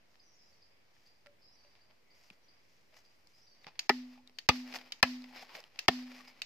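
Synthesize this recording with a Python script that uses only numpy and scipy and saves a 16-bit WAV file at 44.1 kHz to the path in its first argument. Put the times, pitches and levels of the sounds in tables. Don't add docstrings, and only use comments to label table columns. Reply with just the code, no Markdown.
import sys
import numpy as np
from scipy import signal
from scipy.fft import rfft, irfft, next_fast_len
from scipy.io import wavfile
from scipy.ndimage import uniform_filter1d, minimum_filter1d

SR = 44100
rng = np.random.default_rng(int(sys.argv[2]) if len(sys.argv) > 2 else 0)


def bounce(signal):
    frames = np.transpose(np.atleast_2d(signal))
    limited = np.clip(frames, -1, 1)
    pcm = np.round(limited * 32767).astype(np.int16)
    wavfile.write(sys.argv[1], SR, pcm)


def ratio_of_db(decibels):
    return 10 ** (np.asarray(decibels, float) / 20)


N = 284445
HZ = np.arange(2049) * SR / 4096

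# (time [s], peak [dB], wall ring [dB], low push [dB], pole note [dB])
CHOPS = [
    (3.893, -11.5, 6.5, -62, -26),
    (4.488, -5.5, 5, -33, -23),
    (5.027, -5, 2.5, -42.5, -23),
    (5.881, -5.5, 3.5, -40.5, -23.5),
]
# (time [s], peak [dB], ring [dB], hold [s])
TICKS = [
    (3.791, -19, 10, 0.0026),
    (4.385, -27, 11, 0.0027),
    (4.92, -24, 7.5, 0.0022),
    (5.789, -20, 3.5, 0.0021),
    (6.417, -22, 7.5, 0.00087),
]
# (frequency [Hz], level per Hz [dB])
LEAVES = [(70, -27.5), (190, -2.5), (330, -2.5), (780, 6.5), (1270, 1.5), (1620, 1.5), (1910, 6),
          (2510, 5.5), (3710, -3), (5050, 2), (8360, -32), (8770, -35.5), (13600, -30.5), (16000, -30.5)]
# (frequency [Hz], level per Hz [dB])
TREES = [(190, -50), (320, -0.5), (383, -19.5), (750, -5), (1490, -10.5), (1780, -3), (2400, -1),
         (3490, -5), (5010, 0), (9630, -31), (13600, -19), (15200, -31), (16000, -64.5)]


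def at_hz(points, hz):
    points_hz, level_db = np.transpose(points)
    return np.interp(np.log(hz + 1), np.log(points_hz), level_db)


def shape(x, gain):
    cepstrum = irfft(np.log(gain + 3e-4))
    cepstrum[1:2048] *= 2
    cepstrum[2049:] = 0
    impulse = irfft(np.exp(rfft(cepstrum)))[None, :3000]
    return signal.fftconvolve(x, impulse, axes=-1)[..., :x.shape[-1]]


def colour(x, spectrum):
    return shape(x, ratio_of_db(at_hz(spectrum, HZ)))


def highpass(x, hz, order=2):
    return signal.sosfilt(signal.butter(order, hz, "high", fs=SR, output="sos"), x)


def peak_one(x):
    return x / np.max(np.abs(x))


def rms_one(x):
    return x / np.sqrt(np.mean(x ** 2) + 1e-30)


def resonate(x, hz, width_hz):
    r = np.exp(-np.pi * width_hz / SR)
    poles = [1, -2 * r * np.cos(2 * np.pi * hz / SR), r * r]
    return signal.lfilter([(1 - r * r) / 2, 0, (r * r - 1) / 2], poles, x)


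def drift(rate, count):
    knots = rng.standard_normal((count, 400))
    at = np.arange(N) / SR * rate
    return np.array([np.interp(at, np.arange(400), k) for k in knots])


def add(out, sound, s):
    i = round(s * SR)
    out[..., i:i + sound.shape[-1]] += sound[..., :N - i]


def forest():
    # (frequency [Hz], level per Hz [dB])
    hiss = [(24, -35.5), (40, -19), (54, -14.5), (91, -12), (429, -15), (536, -13.5), (1390, -21),
            (2170, -16.5), (3580, -24.5), (4950, -22.5), (7750, -35.5), (9710, -38), (11300, -37.5),
            (13800, -35.5), (15600, -35)]
    # (frequency [Hz], likeness [0 to 1, below 0 counts as 0])
    likeness = [(60, 0.8), (180, 0.26), (550, 0.26), (1650, -0.4), (4970, -9), (15000, -5)]
    size = next_fast_len(N)
    hz = np.arange(size // 2 + 1) * SR / size
    alike = np.clip(at_hz(likeness, hz), 0, 1)
    mid, side = rfft(rng.standard_normal((2, size))) * ratio_of_db(at_hz(hiss, hz))
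    common, apart = np.sqrt(1 + alike) * mid, np.sqrt(1 - alike) * side
    both = np.array([common + apart, common - apart])
    edges_hz = [0, 150, 600, 1500, 3500, 7000, SR]
    wander = ratio_of_db(0.82 * drift(9.4, count=6) + 0.49 * drift(16, count=6))
    air = np.zeros((2, N))
    for gain, low, high in zip(wander, edges_hz, edges_hz[1:]):
        air += gain * irfft(both * (hz >= low) * (hz < high), size)[:, :N]
    return ratio_of_db(-70.5) * rms_one(air)


def birds():
    # (time [s], length [s], start pitch [Hz], end pitch [Hz], level [dB])
    whistles = [(0.211, 0.11, 6750, 5650, -74), (0.286, 0.078, 5660, 5500, -74.5),
                (0.381, 0.062, 5050, 5050, -69.5), (0.447, 0.046, 5560, 5790, -76),
                (0.523, 0.025, 4450, 4560, -70), (0.36, 0.024, 5270, 4840, -78),
                (1.391, 0.064, 5460, 5210, -73), (1.431, 0.041, 4930, 5060, -66),
                (1.463, 0.043, 3950, 4070, -77), (1.506, 0.062, 5230, 5890, -77),
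                (1.554, 0.077, 4820, 4610, -70.5), (2.055, 0.068, 2170, 2110, -76.5),
                (2.206, 0.02, 4800, 4690, -71), (2.435, 0.014, 5720, 5800, -72.5),
                (3.335, 0.038, 4670, 5130, -64), (3.402, 0.074, 5500, 5800, -75),
                (3.504, 0.033, 4500, 4610, -69), (0.424, 0.044, 4020, 3960, -82),
                (0.338, 0.032, 6200, 6960, -82)]
    out = np.zeros(N)
    for s, length, start_hz, end_hz, db in whistles:
        u = np.linspace(0, 1, round(length * SR))
        hz = start_hz + (end_hz - start_hz) * u ** 0.27
        knots = rng.standard_normal(60) + 1j * rng.standard_normal(60)
        paths = np.interp(u * length * 300, np.arange(60), knots)
        tone = np.real((0.16 + paths) * np.exp(2j * np.pi * np.cumsum(hz) / SR))
        add(out, ratio_of_db(db) * np.sin(np.pi * u) ** 0.5 * tone, s)
    return out


def chips():
    # (time [s], top pitch [Hz], level [dB])
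    calls = [
        (.198, 5030, -60.5),
        (.622, 5010, -60.5),
        (1.064, 4890, -60.5),
        (1.422, 4910, -63.5),
        (1.812, 4860, -65),
        (2.107, 4880, -63.5),
        (2.484, 4930, -61),
        (3.052, 4920, -64),
        (3.472, 4930, -60),
    ]
    out, t = np.zeros(N), np.arange(-.008, .012, 1 / SR)
    for s, top_hz, db in calls:
        rise = 0.33 * np.clip(-t / 0.0074, 0, 1) ** 1.3
        hz = top_hz * (1 - rise - 11 * np.maximum(t - .003, 0))
        level = ratio_of_db(np.where(t < 0, 2600 * t, -1500 * np.maximum(t - .004, 0)))
        level = level * np.clip((.012 - t) / 0.0022, 0, 1)
        add(out, ratio_of_db(db) * level * np.sin(2 * np.pi * np.cumsum(hz) / SR), s - .007)
    return out


def struck(events):
    out = np.zeros(N)
    for s, peak_db, *_ in events:
        out[round(s * SR)] = ratio_of_db(peak_db)
    return out


def scatter(x, t60, start_s, lumpy_db):
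    t = np.arange(SR // 2) / SR
    lumps = ratio_of_db(lumpy_db * np.interp(t * 250, np.arange(126), rng.standard_normal(126)))
    tail = rng.standard_normal((2, len(t))) * lumps * ratio_of_db(-60 * t / t60) * np.minimum(t / start_s, 1)
    tail = tail / np.sqrt(np.sum(tail ** 2) / 2)
    return signal.fftconvolve(x[None], tail, axes=1)[:, :N]


def swells(rows):
    step = 16
    t, low, treble = np.arange(0, N, step) / SR, 0, 0
    for s, rise, fall, db, bright_db in rows:
        away = np.where(t < s, (s - t) / rise, (t - s) / fall)
        power = ratio_of_db(db - 20 * away) ** 2
        low = low + power
        treble = treble + power * ratio_of_db(bright_db) ** 2
    return np.repeat(np.sqrt([low, treble]), step, axis=1)[:, :N]


def rustle():
    # (top time [s], rise [s], fall [s], rustle level [dB], brightness [dB])
    stirs = [(0.11, 0.069, 0.23, -83, 6.5), (0.48, 0.18, 0.23, -77, 1), (1.0, 0.2, 0.39, -75, 4),
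             (1.65, 0.054, 0.14, -72.5, -25), (1.77, 0.17, 0.17, -71, -19), (1.906, 0.021, 0.034, -63, -12),
             (2.27, 0.31, 0.13, -69, 2.5), (2.33, 0.046, 0.039, -69, -4), (2.5, 0.12, 0.18, -77, -20),
             (2.72, 0.24, 0.58, -79, 7), (2.93, 0.012, 0.073, -63, -22), (2.97, 0.067, 0.071, -64, 2),
             (3.05, .1, 0.42, -76.5, 1.5), (3.39, 0.37, 0.1, -76.5, 4.5), (3.574, 0.046, 0.033, -71, -5),
             (3.635, 0.048, 0.031, -68.5, -1), (3.678, 0.017, 0.043, -49, -21),
             (3.76, 0.017, 0.076, -66, -20)]
    # (top time [s], rise [s], fall [s], rustle level [dB], brightness [dB])
    shifts = [(3.999, 0.034, 0.071, -56, -20), (4.151, 0.82, 0.14, -67, -4), (4.27, 0.029, .1, -71, -10.5),
              (4.549, 0.044, 0.11, -45.5, -2), (4.69, 0.11, 0.33, -50.5, -6), (4.764, 0.044, 0.017, -41, 0),
              (4.792, 0.059, 0.049, -52, -5), (5.09, 0.037, 1, -57, -5), (5.378, 0.094, 0.094, -49, -5.5),
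              (5.428, 0.04, 0.024, -51, -2.5), (5.51, 0.13, 0.097, -57, -7),
              (5.556, 0.029, 0.088, -48, -4.5), (5.772, 0.055, 0.025, -63, -6.5),
              (5.94, 0.15, 0.67, -51, -6), (6.201, 0.15, 0.03, -57.5, -1.5), (6.3, 0.17, 0.019, -60, -0.5),
              (6.4, 0.034, .03, -89, 5)]
    low_gain, treble_gain = swells(stirs + shifts)
    born = rng.random((2, N)) < 1700 * ratio_of_db(5 * drift(60, count=1)) / SR
    strength = ratio_of_db(3.7 * np.minimum(rng.exponential(1, (2, N)), 5))
    coarse = born * strength * rng.choice([-1, 1], (2, N))
    bed = ratio_of_db(-3) * rng.standard_normal((2, N)) * ratio_of_db(3 * drift(30, count=1))
    mid, side = rms_one(coarse) + bed
    grains = rms_one(colour(np.array([mid + 0.81 * side, mid - 0.13 * side]), LEAVES))
    top = highpass(grains, 7000, order=4)
    return ratio_of_db(-1.5) * (low_gain * (grains - top) + treble_gain * top * ratio_of_db(20.5))


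def scrapes():
    # (time [s], length [s], frequency [Hz], width [Hz], level [dB])
    rubs = [(3.642, 0.011, 3740, 300, -64), (3.669, 0.019, 880, 149, -51.5), (4.168, 0.039, 834, 121, -66),
            (4.178, 0.014, 2520, 302, -66), (4.344, 0.046, 4640, 608, -75), (5.327, 0.047, 800, 200, -61),
            (5.349, 0.068, 2280, 400, -56.5), (5.361, .065, 5180, 400, -61), (5.365, 0.052, 3600, 250, -63),
            (5.368, 0.053, 4040, 250, -62), (5.498, 0.059, 1010, 200, -65.5),
            (5.503, 0.036, 3240, 250, -71), (5.562, 0.045, 590, 250, -56), (6.172, 0.015, 1920, 250, -65),
            (6.184, 0.016, 2240, 200, -66), (6.198, 0.019, 1140, 200, -59),
            (6.248, 0.094, 2260, 200, -64.5), (6.272, 0.028, 4960, 350, -61), (6.275, 0.024, 930, 150, -75)]
    out = np.zeros((2, N))
    for s, length, hz, width_hz, db in rubs:
        mid, side = rng.standard_normal((2, SR // 8))
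        noise = np.array([mid + 0.32 * side, mid - 0.51 * side])
        rub = rms_one(resonate(resonate(noise, hz, width_hz), hz, width_hz))
        u = np.linspace(0, 1, round(length * SR))
        stroke = np.sin(np.pi * u ** 0.53) ** 0.31
        add(out, ratio_of_db(db) * stroke * rub[:, -len(u):], s)
    return out


def body(spectrum, modes, ring_db):
    rings = 0
    for hz, width_hz, db in modes:
        rings = rings + ratio_of_db(db) ** 2 / (1 + (2 * (HZ - hz) / (1.16 * width_hz)) ** 2) ** 2
    return np.sqrt(rings + ratio_of_db(at_hz(spectrum, HZ) - ring_db) ** 2)


def splinter(rise_s, hold_s, t60, after_db, after_t60, gain=np.ones(2049), lag_s=0):
    t = np.arange(6000) / SR
    rise = np.minimum(t / rise_s, 1) ** 2
    envelope = (rise * ratio_of_db(-60 * np.maximum(t - rise_s - hold_s, 0) / t60))[:4096]
    noise = rng.standard_normal((2, 2, len(t)))
    burst = noise[0, :, :4096] * envelope
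    for _ in range(8):
        burst = irfft(gain * np.exp(1j * np.angle(rfft(burst))))
        burst = burst * envelope / np.sqrt(uniform_filter1d(burst ** 2, size=71) + 1e-14)
    crackle = noise[1] * rise * ratio_of_db(after_db - 60 * t / after_t60)
    crackle = signal.sosfilt(signal.butter(2, 7000, fs=SR, output="sos"), crackle)
    both = shape(crackle, gain) / np.sqrt(np.mean(gain ** 2))
    phase = 2 * np.pi * HZ[1] * np.cumsum(lag_s + 0 * HZ)
    both[:, :4096] += irfft(rfft(burst) * np.exp(-1j * phase))
    mid, side = both
    side = highpass(side, 2600) * ratio_of_db(0.5)
    return np.array([mid + side, mid - side])


def knocks():
    # (time [s], peak [dB], ringing [Hz], ring [dB], crack t60 [s])
    snaps = [(4.158, -55, 1200, -3, .01), (4.177, -52.5, 794, -6, .02), (4.275, -43.5, 3820, 14, 0.0098),
             (4.296, -49, 426, -8.5, .01), (4.678, -44, 5500, 10, 0.005), (4.726, -32, 2300, -12, 0.02),
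             (4.74, -27.5, 2080, -7, 0.0069), (4.745, -30, 1400, -13, 0.016),
             (4.757, -30.5, 1850, -10, 0.032), (4.787, -36, 3180, -2, 0.0084),
             (4.813, -43, 1700, -13, 0.021), (4.843, -51, 2500, -13, .008), (4.876, -61, 2800, -4, 0.0084),
             (4.909, -51, 923, -13.5, 0.012), (4.997, -55, 2580, -14, 0.011),
             (5.241, -40, 2030, -10, 0.023), (5.31, -52, 810, 9, 0.011), (5.328, -47, 1870, 6, 0.012),
             (5.221, -40.5, 4030, 2, 0.0091), (6.28, -51, 5130, 4, 0.0074), (5.362, -42, 2430, -16, 0.011),
             (5.426, -43, 770, 3, 0.036), (5.493, -43, 1300, -9, 0.021), (5.551, -34, 2150, -5, 0.023),
             (5.566, -53, 704, -5, 0.03), (5.604, -39.5, 5000, 7, 0.0061),
             (5.64, -38.5, 2770, -1.5, 0.0081), (5.721, -60, 2370, -3.5, .014),
             (5.759, -46, 2850, -9, 0.016), (6.074, -46.5, 1770, -9, 0.032),
             (6.118, -37, 2300, -21, 0.0066), (6.156, -51, 744, -6, .012), (6.208, -40, 1880, 6, 0.017)]
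    # (time [s], peak [dB], ringing [Hz], ring [dB])
    handling = [(0.143, -56, 1810, -5), (0.156, -52, 1800, -27), (0.966, -55, 1760, -3),
                (1.269, -45, 1920, 8), (1.753, -50.5, 2320, -14), (1.768, -59, 2420, 0),
                (1.91, -53, 1340, -14), (2.302, -40.5, 2440, 2), (2.929, -65, 640, 12),
                (2.944, -58, 596, -1), (2.969, -50.5, 1900, -1), (2.985, -67, 736, 2),
                (3.272, -48.5, 4770, 10), (3.549, -54, 4500, 9), (3.645, -41, 2000, -1),
                (3.668, -35.5, 850, -18), (3.756, -52, 2360, -26)]
    # (time [s], peak [dB], ringing [Hz], ring t60 [s], ring [dB])
    hollow = [
        (1.2617, -39.5, 1370, 0.094, -16.5),
        (1.265, -52.5, 576, 0.25, 0),
        (1.649, -51, 573, 0.15, -6.5),
        (1.899, -66, 612, 0.14, 6),
        (2.309, -45.5, 196, 0.044, 6),
        (3.666, -57, 159, 0.095, 9),
    ]
    cycles = 20
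    rows = [(s, db, hz, cycles / hz, ring_db, crack_t60) for s, db, hz, ring_db, crack_t60 in snaps]
    rows += [(s, db, hz, cycles / hz, ring_db, .011) for s, db, hz, ring_db in handling]
    rows += [(*row, .008) for row in hollow]
    out = np.zeros((2, N))
    for s, peak_db, hz, t60, ring_db, crack_t60 in rows:
        force = splinter(.0003, crack_t60 / 14, crack_t60, -9, 2.5 * crack_t60)
        ring = resonate(force, hz, np.log(1000) / np.pi / t60)
        sound = peak_one(colour(force, LEAVES)) + ratio_of_db(ring_db) * peak_one(ring)
        add(out, ratio_of_db(peak_db) * peak_one(sound) * ratio_of_db([[.3], [-.3]]), s - .0006)
    return out


def swings():
    out, u = np.zeros((2, N)), np.linspace(0, 1, SR // 25)
    for s, *_ in CHOPS:
        rush = rms_one(colour(rng.standard_normal((2, len(u))), TREES))
        add(out, ratio_of_db(-62) * u * rush, s - len(u) / SR)
    return out


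def ticks():
    # (frequency [Hz], level per Hz [dB])
    thin_crack = [(180, -49.5), (300, -25), (1210, -15), (2100, -2.5), (2570, 1), (3460, -5), (4520, 0),
                  (6850, -13), (8500, -26), (14000, -21), (16000, -29.5)]
    # (frequency [Hz], width [Hz], level [dB])
    edge_modes = [
        [(2580, 150, -6), (3250, 100, -11.5), (4500, 150, -0.5), (4920, 140, -1.5), (5690, 140, -12),
         (6660, 320, -9)],
        [(1850, 250, -7), (2340, 69, -11), (3120, 270, -4), (3820, 190, -8), (4500, 180, 1.5), (6890, 120, -23)],
        [(3030, 120, 1), (3770, 180, -1), (4680, 160, 2.5), (5640, 96, -7), (6610, 250, -9), (7750, 140, -26)],
        [(2640, 130, 9), (3930, 86, -14), (4600, 290, -6), (5650, 110, -3), (6660, 140, -11), (7400, 100, -19)],
        [(1480, 120, -20), (2630, 380, 1), (3740, 100, -3), (4424, 120, 0.5), (6700, 170, -20),
         (7900, 330, -19)],
    ]
    lag_s = .0008 * np.clip((HZ - 3500) / 600 + .5, 0, 1)
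    out = np.zeros((2, N))
    for (s, peak_db, ring_db, hold_s), modes in zip(TICKS, edge_modes):
        sound = splinter(0.00067, hold_s, 0.022, -16.0, 0.13, body(thin_crack, modes, ring_db), lag_s)
        add(out, ratio_of_db(peak_db) * peak_one(sound), s + .0003)
    return out


def chops():
    note_t60s = [0.55, 0.52, 0.54, 0.56]
    # (frequency [Hz], width [Hz], level [dB])
    walls = [
        [(399, 85, 1), (837, 110, 2.5), (1272, 62, -6), (1840, 260, -3), (2350, 100, -4.5), (2670, 240, -12.5),
         (3550, 97, -28.5), (3960, 90, -24.5), (4450, 110, -8), (5230, 150, -8.5), (5130, 48, -15.5),
         (5400, 150, -21.5), (6330, 150, -27)],
        [(850, 180, -1), (1200, 81, -0.5), (1800, 81, -8), (2050, 96, -1), (2487, 150, 0), (2850, 210, -6),
         (3420, 210, -12.5), (3830, 340, -14), (4520, 65, -3), (4775, 190, -11), (5670, 320, -11),
         (6250, 44, -19.5), (6920, 160, -23)],
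        [(660, 210, -4), (1000, 120, -2), (1333, 71, -3), (1754, 180, 2.5), (2535, 180, 0.5), (3080, 110, -7),
         (3980, 58, -18), (4170, 89, -6), (4370, 170, -16), (5100, 74, -15.5), (4960, 76, -8.5),
         (6040, 140, -21), (6700, 140, -30.5)],
        [(362, 92, -5.5), (744, 206, -2), (1812, 105, -2), (2150, 130, -3), (2825, 240, -8.5), (3254, 280, -8),
         (3870, 72, -15), (4150, 47, -8), (4640, 110, -8), (5120, 450, -13),
         (6020, 320, -19)] + [(1100, 110, -8), (1280, 100, -6)],
    ]
    # (frequency [Hz], level per Hz [dB])
    cracks = [
        [(150, -12), (805, -2), (1480, -9.5), (2360, -13.5), (5000, -18), (9260, -42), (13800, -30.5),
         (16000, -47.5)],
        [(88, -35.5), (150, -5), (2500, -6.5), (3100, -12.5), (4860, -8), (9630, -36), (14800, -28),
         (16000, -35.5)],
        [(88, -42), (150, -11), (2550, -6.5), (3490, -15), (5150, -7.5), (7180, -33.5), (14200, -31.5),
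         (16000, -54)],
        [(150, -9), (745, -6), (3160, -12.5), (3490, -16.5), (6000, -21.5), (8500, -39), (15200, -30.5),
         (16400, -36)],
    ]
    # (hold [s], crack t60 [s], after-crackle [dB], wall lag [cycles], push left-right [dB])
    bites = [
        (0.0037, 0.043, -16.5, 1.3, 1.5),
        (0.0048, 0.035, -14, .6, 8),
        (0.002947, 0.028, -15.5, 1.7, 5),
        (0.004, 0.0274, -20, 1.5, 7),
    ]
    # (frequency [Hz], width [Hz], depth [0-1])
    dips = [
        [(488, 110, .75), (1540, 140, 0.8)],
        [(485, 180, 0.24), (1490, 75, 1)],
        [(442, 130, .9), (1510, 100, 0.5)],
        [(506, 94, .8), (1470, 87, 1)],
    ]
    note_hz, note_rise_s = 250.9, 0.0078
    treble_hz, treble_hold_s, treble_t60 = 3800, 0.0031, 0.021
    out, t = np.zeros((2, N)), np.arange(SR) / SR
    for chop, note_t60, wall, crack, bite, quiet in zip(CHOPS, note_t60s, walls, cracks, bites, dips):
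        s, peak_db, wall_db, push_db, note_db = chop
        hold_s, t60, after_db, lag, pan_db = bite
        gain = body(crack, wall, wall_db)
        for hz, width_hz, depth in quiet:
            gain = gain * (1 - np.clip(depth, 0, .95) / (1 + (2 * (HZ - hz) / width_hz) ** 2))
        lag_s = np.minimum(lag / (HZ + 1), .0025)
        knock = highpass(splinter(0.0012, hold_s, t60, after_db, 0.094, gain, lag_s), 170, order=3)
        top = highpass(knock[:, ::-1], treble_hz)[:, ::-1]
        top = highpass(top, treble_hz)
        fade_db = -60 * np.maximum(t[:knock.shape[1]] - treble_hold_s, 0) / treble_t60
        knock = knock + top * (1.16 * ratio_of_db(np.maximum(fade_db, -7.0)) - 1)
        knock = knock + [[.2], [-.2]] * resonate(knock, 2600, 1100)
        add(out, ratio_of_db(peak_db + 12.0) * rms_one(knock) / 7, s - .0003)
        push = ratio_of_db(push_db + 33.0 - 60 * t / 0.023) * np.sin(2 * np.pi * 100 * t)
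        add(out, push * ratio_of_db(np.clip([[pan_db / 2], [-pan_db / 2]], -1.8, 1.8)), s + 0.002)
        note = ratio_of_db(note_db - 60 * t / note_t60) * np.sin(2 * np.pi * note_hz * t)
        add(out, note * (1 - np.exp(-t / note_rise_s)), s)
    return out


def scene():
    song, chip = birds(), chips()
    blows = highpass(chops(), 62, order=3)
    blows[0] = np.roll(blows[0], shift=1)
    tails = ratio_of_db(12.0) * scatter(struck(CHOPS), t60=0.35, start_s=0.026, lumpy_db=0.0)
    edge = ratio_of_db(7) * scatter(struck(TICKS), t60=0.33, start_s=0.0022, lumpy_db=1.2)
    tails += edge + ratio_of_db(5.5) * resonate(edge, 6700, 600)
    song = ratio_of_db(-1.5) * song + ratio_of_db(5.5) * scatter(song, t60=1.0, start_s=0.0051, lumpy_db=5.5)
    chip_tail = ratio_of_db(4.0) * scatter(chip, t60=0.58, start_s=0.0025, lumpy_db=-6.0)
    chip = chip * ratio_of_db([[-.7], [.7]]) + chip_tail
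    near = blows + swings() + ticks()
    faint = colour(tails, TREES) + knocks() + rustle() + song + chip + forest() + scrapes()
    near = signal.sosfilt(signal.cheby2(8, 40, 16350, fs=SR, output="sos"), near)
    return near + signal.sosfilt(signal.cheby2(10, 40, 15900, fs=SR, output="sos"), faint)


def top_cut(x):
    return signal.sosfilt(signal.butter(12, 16520, fs=SR, output="sos"), x)


def record(dry):
    over_db = np.maximum(20 * np.log10(np.abs(dry).max(0) + 1e-9) + 14, 1e-3)
    ahead_db = -minimum_filter1d(-np.minimum(0.68 * over_db, 17), size=851, origin=-425)
    release = np.arange(N) / SR / .075
    held_db = np.exp(np.maximum.accumulate(np.log(ahead_db) + release) - release)
    ducked = (dry + .00045) * ratio_of_db(-uniform_filter1d(held_db, size=301))
    return top_cut(0.56 * np.tanh(ducked / 0.57))


dry = scene()
out = record(dry)
bounce(out)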